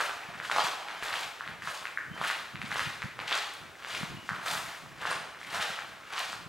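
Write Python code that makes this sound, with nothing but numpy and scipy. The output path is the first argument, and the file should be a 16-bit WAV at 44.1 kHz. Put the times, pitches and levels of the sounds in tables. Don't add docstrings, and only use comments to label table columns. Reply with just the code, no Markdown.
import sys
import numpy as np
from scipy import signal
from scipy.fft import rfft, irfft, next_fast_len
from scipy.io import wavfile
from scipy.ndimage import uniform_filter1d

SR = 44100
rng = np.random.default_rng(int(sys.argv[2]) if len(sys.argv) > 2 else 0)


def store_wav(level_fs):
    pcm = np.round(np.clip(np.atleast_2d(level_fs), -1, 1) * 32767)
    wavfile.write(sys.argv[1], SR, pcm.T.astype(np.int16))


N = 285768
TIME = np.arange(N) / SR
ENVELOPE_TIME = TIME[::64]

# (frequency [Hz], level [dB])
AIR_SPECTRUM = [(20, -48), (60, -2.5), (150, -6.5), (400, 1), (900, -3), (1500, 0.5), (2500, -1),
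                (4000, -15), (6000, -13), (10000, -20), (15500, -24.5)]
# (time [s], duration [s], level [dB], frequency [Hz])
WHISTLES = [(.8, .06, -57.5, 3170), (0.962, 0.042, -55.5, 3080), (2.132, .03, -54, 3100),
            (4.17, 0.057, -55.5, 2910)]
# (time [s], duration [s], relative level [dB])
RUBS = [(0.268, 0.33, -58), (1.48, 0.19, -55.5), (2.104, 0.078, -50), (2.54, 0.39, -50.5),
        (2.98, 0.25, -55), (3.606, 0.09, -58.5), (3.984, .2, -45), (4.24, 0.44, -54), (4.822, 0.4, -54),
        (5.5, 0.094, -52.5), (5.85, 0.062, -57.5), (6.3, .18, -56)]
# (time [s], peak level [dB], frequency [Hz])
BUMPS = [(0.292, -40.5, 170), (0.356, -45, 199), (0.646, -39, 170), (1.496, -43.5, 174.5),
         (1.641, -43.5, 163), (2.117, -35.5, 170), (2.212, -36, 165), (2.548, -39, 175),
         (2.643, -33.5, 205), (2.725, -39, 170), (2.875, -36, 141), (3.046, -32, 129.5),
         (3.058, -31.5, 170), (4.036, -28, 167), (4.318, -33, 156), (5.704, -41.5, 182),
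         (6.465, -38.5, 153)]
# (frequency [Hz], level [dB])
HANDLING_SPECTRUM = [(20, -27), (50, -18), (80, -10), (120, -2.5), (165, -1.5), (220, -8), (300, -9),
                     (500, -24), (1000, -60)]
# (mean delay [s], gain [ratio])
ECHOES = [(.0094, 0.18), (0.0099, 0.27), (0.0165, 0.23), (0.017, 0.16), (0.0269, 0.17), (0.03, 0.12),
          (0.036, 0.13), (0.043, 0.078), (0.0553, 0.079)]
# (frequency [Hz], decay time [s])
TUNNEL_T60 = [(200, 0.85), (600, 1.55), (1500, 1.04), (4000, 1.14), (9000, 0.92), (15000, 1.2)]
# (time [s], level [dB], frequency [Hz], bandwidth [Hz])
CLACKS_AND_SLAPS = [(0.005, -13.5, 1450, 605), (.011, -21, 1405, 350), (0.0951, -19, 1330, 927),
                    (0.4011, -21, 1674, 885), (0.499, -18.5, 1270, 553), (0.5145, -15, 1700, 1150),
                    (0.563, -14.5, 1003, 670), (0.5847, -12.5, 1020, 523), (0.5942, -16.5, 1066, 696),
                    (0.642, -26.5, 7080, 3500), (0.6686, -16, 1435, 850), (0.8854, -24.5, 1935, 1380),
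                    (1.0262, -22, 1268, 1310), (1.129, -18.5, 2047, 1433), (1.1405, -18.5, 1650, 626),
                    (1.409, -21.5, 1470, 624), (1.477, -24, 1720, 1220), (1.6223, -26, 1695, 760),
                    (1.6745, -20, 1370, 684), (1.855, -19.5, 1700, 965), (1.8704, -24.5, 2350, 1032),
                    (1.975, -16.5, 1700, 556), (1.986, -25, 1550, 350), (2.2147, -17, 1090, 758),
                    (2.2414, -19.5, 1680, 1070), (2.3016, -14.5, 1446, 850), (2.5569, -23, 1845, 1140),
                    (2.6175, -20.5, 2260, 1039), (2.7176, -17.5, 1730, 790), (2.7585, -16.5, 1250, 987),
                    (2.7949, -16.5, 1580, 740), (3.0208, -21, 1810, 1209), (3.0279, -20, 1850, 920),
                    (3.1915, -20.5, 1370, 1090), (3.202, -25.5, 2170, 1210), (3.3116, -17, 2170, 1807),
                    (3.3192, -18.5, 1100, 850), (3.3276, -15.5, 3180, 980), (3.5385, -31.5, 8900, 2970),
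                    (3.848, -24.5, 1700, 1150), (4.0319, -24.5, 1280, 1015), (4.2917, -15.5, 1504, 850),
                    (4.3086, -23.5, 1400, 538), (4.332, -24.5, 1390, 398), (4.4629, -20.5, 1330, 850),
                    (4.5373, -21, 1397, 990), (4.553, -21.5, 1306, 915), (5.0541, -15.5, 1400, 785),
                    (5.112, -32.5, 9100, 945), (5.1151, -18, 1050, 838), (5.1184, -31.5, 8850, 950),
                    (5.415, -28, 1800, 1046), (5.6191, -26.5, 8300, 3014), (5.79, -22, 1600, 700),
                    (6.1363, -21.5, 1938, 1580), (6.18, -21.5, 1297, 460), (6.1933, -23.5, 7550, 3040),
                    (6.3307, -23, 1360, 698)]
# (heel time [s], heel level [dB], heel rise [dB/s], roll on to the sole [s], sole level [dB],
# gravel offset [dB], grit offset [dB], sand offset [dB]); the levels are relative
STEPS = [(-.09, -43.5, 800, 0.091, -37.5, 4, -1.5, 1.5), (0.521, -39.5, 599, 0.065, -38.5, 4.5, -2, 1),
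         (1.035, -39.5, 700, 0.11, -36, -0.5, -5.5, 2), (1.68, -44, 606, 0.072, -45.5, 1.5, -4, 4.5),
         (2.225, -41.5, 450, 0.036, -36, -14, -5, 0.5), (2.715, -43, 600, 0.071, -36.5, -4, -4, 2),
         (3.28, -45.5, 400, 0.048, -35, -1, -1.5, -2.5), (3.894, -44, 448, 0.053, -41.5, -1, -1, -1),
         (4.48, -40.5, 330, 0.035, -38.5, 2, -3, 6.5), (5.03, -41.5, 280, .045, -36.5, -1, -5.5, -2),
         (5.55, -38, 271, 0.075, -40, 2.5, -2.5, 0), (6.13, -46.5, 169.5, 0.046, -39.5, -1, -3, -1)]
# (time [s], duration [s], relative level [dB], grit offset [dB])
SCUFFS = [(.22, 0.22, -52, -11), (0.446, 0.027, -51, 0.5), (0.643, 0.023, -45.5, 2),
          (0.883, 0.028, -45.5, -7.5), (0.943, 0.059, -52, -4.5), (1.406, 0.11, -51, -9.5),
          (1.628, .03, -50.5, 0.5), (1.837, 0.023, -57, -4), (2.153, .04, -48, -7),
          (2.615, 0.12, -52.5, -2.5), (3.026, 0.018, -53.5, -0.5), (3.192, .04, -48.5, -8.5),
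          (3.8, 0.095, -55, -4), (4.262, 0.034, -57.5, 4.5), (4.325, 0.16, -49, -7),
          (4.695, 0.033, -50, -7.5), (5.405, 0.033, -55.5, 2), (5.675, 0.032, -45.5, -2.5),
          (5.78, .04, -52.5, -8), (6.25, 0.095, -56, 4.5)]
# (frequency [Hz], gain [dB])
CRUNCH_SPECTRUM = [(120, -32), (300, -17.5), (450, -6.5), (700, 1), (1000, 2.5), (1450, 5.5), (2200, 2),
                   (3000, 2.5), (4200, -1), (5500, -6.5), (8000, -10.5), (11000, -17.5), (15500, -25)]
# (frequency [Hz], side gain [dB])
DIFFUSE_WIDTH = [(100, -32), (300, -10.5), (700, -8.5), (1400, -12), (3000, -12.5), (5000, -12.5),
                 (8000, -14.5), (13000, -12.5)]
# (frequency [Hz], left minus right level [dB], left phase lead [rad])
PORTS = [(20.03, -4, -0.25), (90, 1, -0.71), (170, -0.5, -1.4), (278, 0, -1.1), (376, -1, -0.47),
         (850, -1.5, -0.25), (1700, 0, -0.26), (2440, 2, -0.37), (4300, 1.5, -0.32), (5800, 0, -0.41),
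         (8500, 0, 0.065), (15000, 0.5, .05)]


def undb(db):
    return 10 ** (np.asarray(db) / 20)


def power(db):
    return undb(db) ** 2


def amplitude(envelope_power):
    return np.interp(TIME, ENVELOPE_TIME, np.sqrt(envelope_power))


def unit(x):
    return x / np.sqrt(np.mean(x ** 2))


def at_hz(table, hz, column=1):
    rows = np.array(table)
    return np.interp(np.log(hz + 1), np.log(rows[:, 0]), rows[:, column])


def shape(x, response):
    size = next_fast_len(x.shape[-1] + SR // 10)
    hz = np.arange(size // 2 + 1) * SR / size
    return irfft(rfft(x, size) * response(hz), size)[..., :x.shape[-1]]


def colour(x, spectrum):
    return shape(x, lambda f: undb(at_hz(spectrum, f)))


def noise(spectrum):
    return unit(colour(rng.standard_normal(N), spectrum))


def wander(rate_hz):
    hold = int(SR / rate_hz)
    levels = np.repeat(rng.standard_normal(N // hold + 1), hold)
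    return unit(uniform_filter1d(levels, hold)[:N])


def swell(s, hold_s, rise_db_s, fall_db_s):
    age = ENVELOPE_TIME - s
    return np.minimum(age, 0) * rise_db_s - np.maximum(age - hold_s, 0) * fall_db_s


def add(out, s, sound):
    where = int(s * SR) - len(sound) // 2 + np.arange(len(sound))
    inside = (where >= 0) & (where < N)
    out[where[inside]] += sound[inside]


def knock(hz, width_hz):
    t = np.arange(-SR // 20, SR // 20) / SR
    return np.exp(-2 * np.pi * (t * width_hz) ** 2) * np.cos(2 * np.pi * (hz * t + rng.random()))


def impulses(per_s, spread_db):
    size = undb(spread_db * np.minimum(rng.exponential(size=N), 4))
    occurs = rng.random(N) < per_s / SR
    return unit(occurs * size * rng.choice([-1, 1], N))


def air(level_db=-54, drift_db=0.6):
    level = undb(level_db + drift_db * wander(2.26))
    return level * noise(AIR_SPECTRUM), level * noise(AIR_SPECTRUM)


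def whistles(waver=0.0084):
    out = np.zeros(N)
    clock = np.cumsum(1 + waver * wander(120)) / SR
    for s, length_s, db, hz in WHISTLES:
        level = amplitude(power(db + swell(s, length_s, rise_db_s=600, fall_db_s=220)))
        out += level * np.sqrt(2) * np.sin(2 * np.pi * hz * clock)
    return out


def grip(resting_db=-66):
    shifts = sum(power(db + swell(s, length_s, rise_db_s=260, fall_db_s=176))
                 for s, length_s, db in RUBS)
    return amplitude(power(resting_db) + shifts)


def handling(flutter_db=4.0, slip_db=-3, rub_db=-5):
    slips = unit(colour(impulses(per_s=90, spread_db=0.5), HANDLING_SPECTRUM))
    rub = noise(HANDLING_SPECTRUM) * undb(flutter_db * wander(28))
    out = (undb(slip_db) * slips + undb(rub_db) * rub) * grip()
    for s, db, hz in BUMPS:
        add(out, s, undb(db) * knock(hz, width_hz=75))
    return out


def diffuse_decay(t, stretch, onset_s):
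    t60 = np.array(TUNNEL_T60)[:, 1:] * stretch
    build_up = np.clip(t / onset_s - 1, 0, 1)
    return np.exp(-np.log(1000) * t / t60) * build_up / np.sqrt(stretch * SR)


def tunnel(source, near_db=6.0, far_db=7.5, delay_spread=0.02, spots=7):
    t = np.arange(1.4 * SR) / SR
    white = rng.standard_normal(len(t))
    centres = np.array(TUNNEL_T60)[:, 0]
    bands = np.array([shape(white, lambda f: at_hz(np.c_[centres, weights], f))
                      for weights in np.eye(len(centres))])
    near = undb(near_db) * diffuse_decay(t, stretch=0.43, onset_s=0.0068)
    far = undb(far_db) * diffuse_decay(t, stretch=0.85, onset_s=0.019)
    decay = np.hypot(near, far)
    active_spot = np.arange(N) // (SR // 50) % spots
    out = np.zeros((2, N))
    for spot in range(spots):
        mid = np.sum(decay * np.roll(bands, rng.integers(len(t)), axis=1), axis=0)
        side = np.sum(decay * np.roll(bands, rng.integers(len(t)), axis=1), axis=0)
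        for delay_s, gain in ECHOES:
            lag = int(delay_s * SR * (1 + delay_spread * rng.standard_normal()))
            mid[lag] += gain
            side[lag] += gain * rng.choice([-1, 1])
        share = uniform_filter1d(1. * (active_spot == spot), size=128)
        out += signal.fftconvolve([source * share], [mid, side], axes=1)[:, :N]
    return out


def pressure(fine, coarse, sandy, stance_db=-64, push_db=-17, push_delay_s=0.13):
    linger = 1.3 ** fine
    light_db = -9 * fine
    total = power(stance_db + light_db)
    for s, heel_db, bite_db_s, roll_s, sole_db, gravel_db, grit_db, sand_db in STEPS:
        ground_db = coarse * gravel_db + fine * grit_db + sandy * sand_db
        heel = heel_db + swell(s, 0, rise_db_s=bite_db_s, fall_db_s=74)
        sole = sole_db + swell(s + roll_s, 0, rise_db_s=306, fall_db_s=143 / linger)
        push_swell = swell(s + roll_s + push_delay_s, 0, rise_db_s=306, fall_db_s=97)
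        push = sole_db + push_db + light_db + push_swell
        total = total + power(ground_db + np.max([heel, sole, push], axis=0))
    for s, length_s, db, grit_db in SCUFFS:
        total = total + power(db + fine * grit_db + swell(s, length_s, rise_db_s=700, fall_db_s=298))
    return amplitude(total)


def pebbles(candidates=400, max_per_s=48, centre_hz=1510, spread_octaves=0.3):
    load = pressure(fine=0, coarse=0, sandy=0)
    max_chance = max_per_s * N / SR / candidates
    chances, traits = rng.random((candidates, 2)), rng.standard_normal((candidates, 2))
    out = np.zeros(N)
    for (when, luck), (size, pitch) in zip(chances, traits):
        load_now = load[int(when * N)]
        if luck < max_chance * np.sqrt(load_now / load.max()):
            peak = undb(-13 + 2 * size) * load_now ** 0.42
            hz = centre_hz * 2 ** (spread_octaves * pitch)
            add(out, when * N / SR, peak * knock(hz, width_hz=600))
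    return out


def stones_and_slaps(snap_db=-17, overtone_db=-8):
    clacks, snaps = np.zeros(N), np.zeros(N)
    for s, db, hz, width_hz in CLACKS_AND_SLAPS:
        hardness = min(width_hz / 1100, 1.1) ** 3
        add(clacks, s, undb(db) * knock(hz, width_hz))
        overtone = knock(hz + 1.33 * width_hz, 1.34 * width_hz)
        add(clacks, s, undb(db + overtone_db) * hardness * overtone)
        snap = rng.standard_normal(64) * np.hanning(64)
        add(snaps, s, undb(db + snap_db) * hardness * snap)
    return clacks + colour(snaps, CRUNCH_SPECTRUM)


def crunch(level_db=9.5, patchy_db=2, width_octaves=0.98):
    spurts_db = 1.94 * wander(110)
    out = np.zeros(N)
    for hz in 375 * 2 ** np.arange(6):
        fine, coarse, sandy = np.clip(np.log2([hz / 1700, 1400 / hz, hz / 4500]), 0, 1)
        cracks = impulses(per_s=1600 * (hz / 1500) ** .3, spread_db=3.0 + 1.2 * fine)
        cracks *= undb(spurts_db + patchy_db * wander(70))
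        cracks *= pressure(fine, coarse, sandy)
        out += shape(cracks, lambda f: np.exp(-(np.log2((f + 1) / hz) / width_octaves) ** 2))
    return undb(level_db) * colour(out, CRUNCH_SPECTRUM)


def scene(stone_echo_db=0.5):
    grit = crunch()
    clacks = stones_and_slaps() + pebbles()
    echo_mid, echo_side = tunnel(grit + undb(stone_echo_db) * clacks)
    air_mid, air_side = air()
    mid = grit + clacks + echo_mid + air_mid + handling() + whistles()
    side = colour(echo_side + air_side, DIFFUSE_WIDTH)
    return np.array([mid + side, mid - side])


def record(dry, cutoff_hz=15800):
    ports = []
    for channel, share in zip(dry, (.5, -.5)):
        def response(f):
            return undb(share * at_hz(PORTS, f)) * np.exp(1j * share * at_hz(PORTS, f, column=2))
        ports.append(shape(channel, response))
    low_pass = signal.ellip(12, .1, 90, cutoff_hz, fs=SR, output="sos")
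    return signal.sosfilt(low_pass, ports)


dry = scene()
out = record(dry)
store_wav(out)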